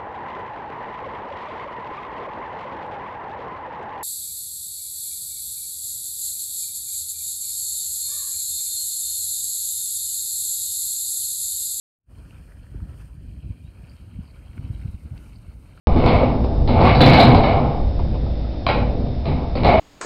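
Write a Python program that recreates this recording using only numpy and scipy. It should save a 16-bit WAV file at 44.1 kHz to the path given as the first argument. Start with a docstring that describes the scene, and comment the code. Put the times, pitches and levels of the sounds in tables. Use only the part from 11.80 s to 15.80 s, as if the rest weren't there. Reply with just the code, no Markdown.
"""Water pours from a pipe into a pond a few metres away: ringing bubbles gurgle, tiny droplets
spatter and fine spray hisses, with a small splash or a near drop now and then.
Gusts of wind rumble and thump on the microphone of a hand-held camera, and a hand softly
brushes its casing. A few faint high chirps come through. It all fades in after a silent moment."""
import sys
import numpy as np
from scipy import signal
from scipy.fft import rfft, irfft, next_fast_len
from scipy.io import wavfile
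from scipy.ndimage import uniform_filter1d, map_coordinates

SR = 44100
rng = np.random.default_rng(int(sys.argv[2]) if len(sys.argv) > 2 else 0)


def dump(signal):
    """Clip the signal to [-1, 1] and save it as 16-bit WAV at the path in sys.argv[1]."""
    limited = np.clip(np.atleast_2d(signal).T, -1, 1)
    pcm = np.round(limited * 32767).astype(np.int16)
    wavfile.write(sys.argv[1], SR, pcm)


N = 176400


def amp(db):
    """Turn decibels into a gain."""
    return 10 ** (np.asarray(db) / 20)


def unit(x):
    """Scale a signal to an average (rms) level of 1."""
    return x / np.sqrt(np.mean(x ** 2) + 1e-20)


def curves(rows):
    """Join timed rows with straight lines: one curve for each column after the time."""
    times, *columns = np.transpose(rows)
    return [np.interp(np.arange(N) / SR, times, column) for column in columns]


def swells(rows):
    """A gain with one smooth hump for each row."""
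    t = np.arange(N) / SR
    return sum(amp(db) * np.exp(-.5 * ((t - middle) / half) ** 2) for middle, half, db in rows)


def wobble(rate):
    """A smooth curve through `rate` random values a second."""
    return map_coordinates(rng.standard_normal(8192), [np.arange(N) * rate / SR], mode="wrap")


def filtered(x, response):
    """Scale each frequency in x by response(hz)."""
    size = next_fast_len(N + 8192)
    return irfft(rfft(x, size) * response(np.fft.rfftfreq(size, 1 / SR)), size)[:N]


def coloured(x, points):
    """Give x the tone colour drawn by (Hz, dB) points, at level 1."""
    freqs, db = np.transpose(points)
    return unit(filtered(x, lambda hz: amp(np.interp(np.log(hz + 1), np.log(freqs + 1), db))))


def add(track, start_s, sound):
    """Mix a sound into the track at a time."""
    part = track[max(0, round(start_s * SR)):][:len(sound)]
    part += sound[:len(part)]


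def bubbles(per_s, low_hz, high_hz, cycles, spread_db, rise=0.065):
    """Random bubbles: each rings for about `cycles` vibrations and rises a little in pitch."""
    when, pitch, size = rng.random((int(per_s * N / SR), 3)).T[:, :, None]
    hz = low_hz * (high_hz / low_hz) ** pitch
    i = np.arange(SR // 50)
    age = hz * i / SR / cycles
    phase = 2 * np.pi * cycles * age * (1 + rise * np.minimum(age, 2) / 2)
    ring = np.sin(phase) * np.exp(-np.pi * age)
    strength = amp(spread_db * np.minimum(-np.log(1 - size), np.pi))
    positions = (when * N).astype(int) + i
    return unit(np.bincount(positions.ravel(), (ring * strength).ravel(), N)[:N])


def rushing(patch_db=2.5):
    """The rush of water: noise that swells and sinks in patches of time and pitch."""
    spectrum = signal.stft(rng.standard_normal(N), nperseg=512)[2]
    patches = uniform_filter1d(rng.standard_normal(spectrum.shape), size=5, axis=0)
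    patches = uniform_filter1d(patches, size=12, axis=1)
    return signal.istft(spectrum * amp(patch_db * unit(patches)), nperseg=512)[1][:N]


def water(rings, rings_db, colours, turn_middle_s=2.3, turn_length_s=1.2):
    """Rings over a rush of water, turning from an early colour to a late one as the hands move."""
    rush, colours = rushing(), np.array(colours)
    early, late = [unit(coloured(rush, colour) + amp(rings_db) * coloured(rings, colour))
                   for colour in (colours[:, [0, 1]], colours[:, [0, 2]])]
    turn = np.clip((np.arange(N) / SR - turn_middle_s) / turn_length_s + .5, 0, 1)
    return (1 - turn) * early + turn * late


# How hard the water pours. Each row: time in seconds, gurgle and spatter levels in dB before boosts.
POUR_LEVELS = [(0.33, -65.5, -71), (0.59, -62.5, -67.5), (0.72, -64.5, -71.5), (0.81, -66, -67),
               (0.97, -62.5, -70), (1.23, -63, -70), (1.33, -68.5, -74), (1.48, -70, -70), (1.84, -69, -69),
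               (2.0, -63.5, -67.5), (2.27, -66.5, -66.5), (2.56, -63.5, -67), (2.94, -63, -62),
               (3.18, -66.5, -66), (3.37, -61, -66), (3.52, -64.5, -65.5), (3.78, -65.5, -69.5),
               (4.0, -62, -65)]
# Colours of the gurgle and the spatter. Each row: frequency in Hz, early and late strength in dB.
GURGLE_COLOUR = [(199, -3, 2.5), (402, 4, 4), (750, -2, -1), (860, -5, -1.5), (924, 0.5, 2),
                 (1090, -4.5, -2), (1440, -1, 1.5), (2100, -3.5, -12.5), (3200, -54, -60)]
SPATTER_COLOUR = [(1400, -31, -17), (1915, -12.5, -2.5), (2310, 0, 0), (2430, 2, -3), (2630, -1, -2),
                  (3214, -1, -4), (3370, -14.5, -12.5), (4430, -4.5, -6), (5050, -13, -19),
                  (5600, -20, -22), (8500, -54, -35)]


def pour(gurgle_boost_db=4, spatter_boost_db=2.5):
    """The jet hits the pond: bubbles gurgle below, droplets spatter above."""
    gurgle_db, spatter_db = curves(POUR_LEVELS)
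    big_bubbles = bubbles(per_s=420, low_hz=486, high_hz=2117, cycles=13, spread_db=1.5)
    gurgle = water(big_bubbles, rings_db=-3.5, colours=GURGLE_COLOUR)
    droplets = bubbles(per_s=800, low_hz=1804, high_hz=5570, cycles=7.7, spread_db=6.5)
    spatter = water(droplets, rings_db=-0.5, colours=SPATTER_COLOUR)
    gurgle *= amp(gurgle_db + gurgle_boost_db)
    spatter *= amp(spatter_db + spatter_boost_db)
    churn = amp(1.23 * wobble(34.72))
    return churn * (gurgle + spatter)


# The strength of the wind. Each row: time in seconds, base level in dB.
GUST_LEVELS = [(.32, -43.5), (.55, -40), (.72, -45), (.88, -43.5), (.96, -35.5), (1.07, -37), (1.27, -42.5),
               (1.45, -37.5), (1.63, -40.5), (1.71, -36.5), (1.77, -41.5), (2.2, -42.5), (2.39, -38.5),
               (2.5, -43.5), (2.73, -41.5), (2.86, -33), (3.08, -35.5), (3.19, -41.5), (3.42, -38.5),
               (3.8, -43.5)]
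# Colours of the wind's deep rumble and fuller body. Each row: frequency in Hz, strength in dB.
RUMBLE_COLOUR = [(15, -53), (25, -18), (36, -9.5), (48, 1.5), (63, -1), (125, -8.5), (200, -18), (290, -20),
                 (400, -34), (700, -43), (2000, -100)]
BODY_COLOUR = [(90, -28), (150, 9.5), (230, -1), (300, -9), (420, -24), (800, -47), (1600, -100)]
# Swirls of air that hit the microphone. Each row: middle in seconds, level in dB, pitch in Hz.
EDDY_THUMPS = [(.948, -31.5, 306), (.96, -23, 86), (1.029, -22, 68), (1.705, -22, 86), (1.851, -32, 84.5),
               (2.04, -32.5, 115), (2.393, -23, 165), (2.405, -28.5, 72), (2.778, -29.5, 218),
               (2.795, -22, 117), (2.847, -22.5, 70), (2.908, -17, 93), (3.058, -18.5, 105),
               (3.091, -21.5, 71), (3.148, -22, 67.3), (3.257, -23, 68.6), (3.321, -22.5, 103),
               (3.338, -27.5, 94)]


def wind(strong_gust_db=-34, thump_cycles=0.4, puff_db=-17.5):
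    """Air buffets the microphone: a lumpy rumble, fuller in gusts, and a thump and puff per swirl."""
    gust_db, = curves(GUST_LEVELS)
    rumble = amp(gust_db + 1.2) * coloured(rng.standard_normal(N), RUMBLE_COLOUR)
    body = coloured(rng.standard_normal(N), BODY_COLOUR)
    body_db = -50 + 1.3 * (gust_db - strong_gust_db)  # grows faster than the rumble
    lumps = unit(amp(1.47 * wobble(28)))
    out = lumps * (rumble + amp(body_db) * body)
    t, puffs = np.arange(-SR // 20, SR // 20) / SR, np.zeros(N)
    for middle, db, hz in EDDY_THUMPS:
        push = amp(db) / np.cosh(hz * t / thump_cycles)
        add(out, middle + t[0], push * np.sin(2 * np.pi * (hz * t + rng.random())))
        add(puffs, middle + t[0], push)
    return out + amp(puff_db) * puffs * body


# The amount of fine spray. Each row: time in seconds, base level in dB.
SPRAY_LEVELS = [(0.33, -70.5), (.6, -69), (0.98, -71.5), (1.21, -67.5), (1.35, -73), (1.8, -73),
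                (2.16, -69.5), (2.3, -73.5), (3.0, -68.5), (3.3, -70.5), (3.45, -68.5), (3.7, -71)]
# Colours of the spray and the outdoor background. Each row: frequency in Hz, strength in dB.
SPRAY_COLOUR = [(3500, -16), (5000, -4), (5700, -11), (6900, -7.5), (7800, -8), (8550, 2.5), (9500, -2),
                (10300, -8), (11300, -5.5), (15500, -13)]
BACKGROUND_COLOUR = [(3000, 10), (6000, 1), (15000, -18)]


def hiss(spray_boost_db=1.03, background_db=-75):
    """Fine spray makes a flickering hiss over a steady outdoor background."""
    spray_db, = curves(SPRAY_LEVELS)
    flicker_db = 1.18 * wobble(60)
    spray = amp(spray_db + spray_boost_db + flicker_db) * coloured(rng.standard_normal(N), SPRAY_COLOUR)
    return spray + amp(background_db) * coloured(rng.standard_normal(N), BACKGROUND_COLOUR)


# Touches of the hand. Each row: middle in seconds, half-length in seconds, level in dB.
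HAND_BRUSHES = [(0.495, 0.025, -71), (1.21, 0.016, -69), (3.445, 0.057, -70)]
# Their colour. Each row: frequency in Hz, strength in dB.
BRUSH_COLOUR = [(3000, -6), (6000, 12.5), (9000, 9), (12000, 13.5), (15000, -50)]


def handling():
    """Skin brushes the casing in soft swells of high noise."""
    return swells(HAND_BRUSHES) * coloured(rng.standard_normal(N), BRUSH_COLOUR)


# Drops and plops. Each row: start in seconds, base level in dB, pitch in Hz, seconds to fade 60 dB.
NEAR_DROPS = [(0.508, -46.5, 2700, 0.0094), (0.72, -56.5, 1910, 0.022), (0.867, -55, 1760, 0.015),
              (1.004, -46.5, 1210, 0.0061), (2.166, -57, 4260, 0.011), (2.778, -49.5, 2220, 0.02),
              (2.779, -48, 1425, 0.019), (3.377, -49.5, 2710, 0.013), (3.378, -54, 4520, 0.014),
              (3.976, -47, 1364, 0.023)]


def drops(ring_gain=2.2, splash_gain=0.64, splash_width=.35):
    """Each near drop is a short ring with a splash of noise around its pitch."""
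    out, t = np.zeros(N), np.arange(SR // 10) / SR
    for start, db, hz, fade_s in NEAR_DROPS:
        edges_hz = [hz * np.exp(-splash_width), min(hz * np.exp(splash_width), SR / np.pi)]
        band = signal.butter(2, edges_hz, "band", fs=SR, output="sos")
        splash = unit(signal.sosfilt(band, rng.standard_normal(len(t))))
        ring = np.sin(2 * np.pi * hz * t)
        attack = 1 - np.exp(-t / 0.00017)
        decay = amp(db - 60 * t / fade_s)
        add(out, start, attack * decay * (ring_gain * ring + splash_gain * splash))
    return out


# Lumps of water landing. Each row: middle in seconds, half-length in seconds, level in dB.
WATER_SPLASHES = [(.56, 0.03, -58.5), (1.135, 0.01, -58.5), (1.208, 0.016, -56.5), (2.095, 0.033, -65),
                  (3.368, 0.0075, -56.5)]
# Their colour. Each row: frequency in Hz, strength in dB.
SPLASH_COLOUR = [(500, -17), (1400, 2), (3000, -1), (5200, -15), (7000, -28)]


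def splashes():
    """Each lump of water bursts into a short cloud of crackling droplets."""
    crackle = bubbles(per_s=2500, low_hz=740, high_hz=4100, cycles=2.3, spread_db=0)
    return swells(WATER_SPLASHES) * coloured(crackle, SPLASH_COLOUR)


# Faint calls. Each row: start and length in seconds, first and last pitch in Hz, level in dB,
# roughness from 0 to 1.
HIGH_CHIRPS = [(1.831, 0.075, 3660, 3980, -68.5, 0.26), (2.061, 0.087, 4500, 4800, -64, 0.68),
               (2.422, 0.11, 4920, 4330, -65.5, 0.65), (3.052, 0.117, 4110, 3880, -67.5, 0.62),
               (3.517, 0.083, 4390, 4650, -64.5, 0.75)]


def chirps():
    """Thin gliding calls, most of them raspy, like a small bird far away."""
    out = np.zeros(N)
    for start, length, first_hz, last_hz, db, rough in HIGH_CHIRPS:
        n = int(length * SR)
        progress = np.linspace(0, 1, n)
        jitter_hz = rough * 300 * wobble(1080)[:n]
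        hz = first_hz + (last_hz - first_hz) * progress + jitter_hz
        rasp = amp(rough * 8.9 * wobble(273)[:n])
        call = unit(rasp * np.sin(2 * np.pi * np.cumsum(hz) / SR))
        add(out, start, amp(db) * np.sin(np.pi * progress) * call)
    return out


# Two narrow dips in the water's tone. Each row: time in seconds, lower and upper dip in Hz.
SLIDING_DIPS = [(1.0, 2060, 3800), (2.3, 2010, 3540), (2.95, 1980, 3520), (3.28, 1830, 3170),
                (3.5, 1900, 3360)]


def shifting_tone(x, dip_db=-6.5, dip_width_hz=131, edge_hz=5400, edge_width_hz=320):
    """Two dips slide as the hands move; the spatter's top edge swells and sinks with the spray."""
    hz, t, spectrum = signal.stft(x, SR, nperseg=1024)
    bell = lambda centre_hz, width_hz: np.exp(-.5 * ((hz[:, None] - centre_hz) / width_hz) ** 2)
    times, *paths = np.transpose(SLIDING_DIPS)
    dips_db = dip_db * sum(bell(np.interp(t, times, path), dip_width_hz) for path in paths)
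    spray_db = np.interp(t, *np.transpose(SPRAY_LEVELS))
    edge_db = (spray_db - spray_db.mean()) * bell(edge_hz, edge_width_hz)
    return signal.istft(spectrum * amp(dips_db + edge_db), SR, nperseg=1024)[1][:N]


def scene():
    """Wind, water, chirps and handling meet at one microphone."""
    return (wind() + shifting_tone(pour() + splashes() + hiss()) + drops() + chirps() + handling())[None]


# The opening fade. Each row: time in seconds, gain in dB.
FADE_IN = [(.1, -88), (.22, -52), (.26, -28.5), (.29, -12.5), (.315, -2.5), (.35, -1)]


def record(dry, top_hz=15700):
    """The camera fades the sound in and cuts off the highest treble."""
    gain_db, = curves(FADE_IN)
    return filtered(dry[0] * amp(gain_db), lambda hz: hz < top_hz)[None]


dry = scene()
out = record(dry)
dump(out)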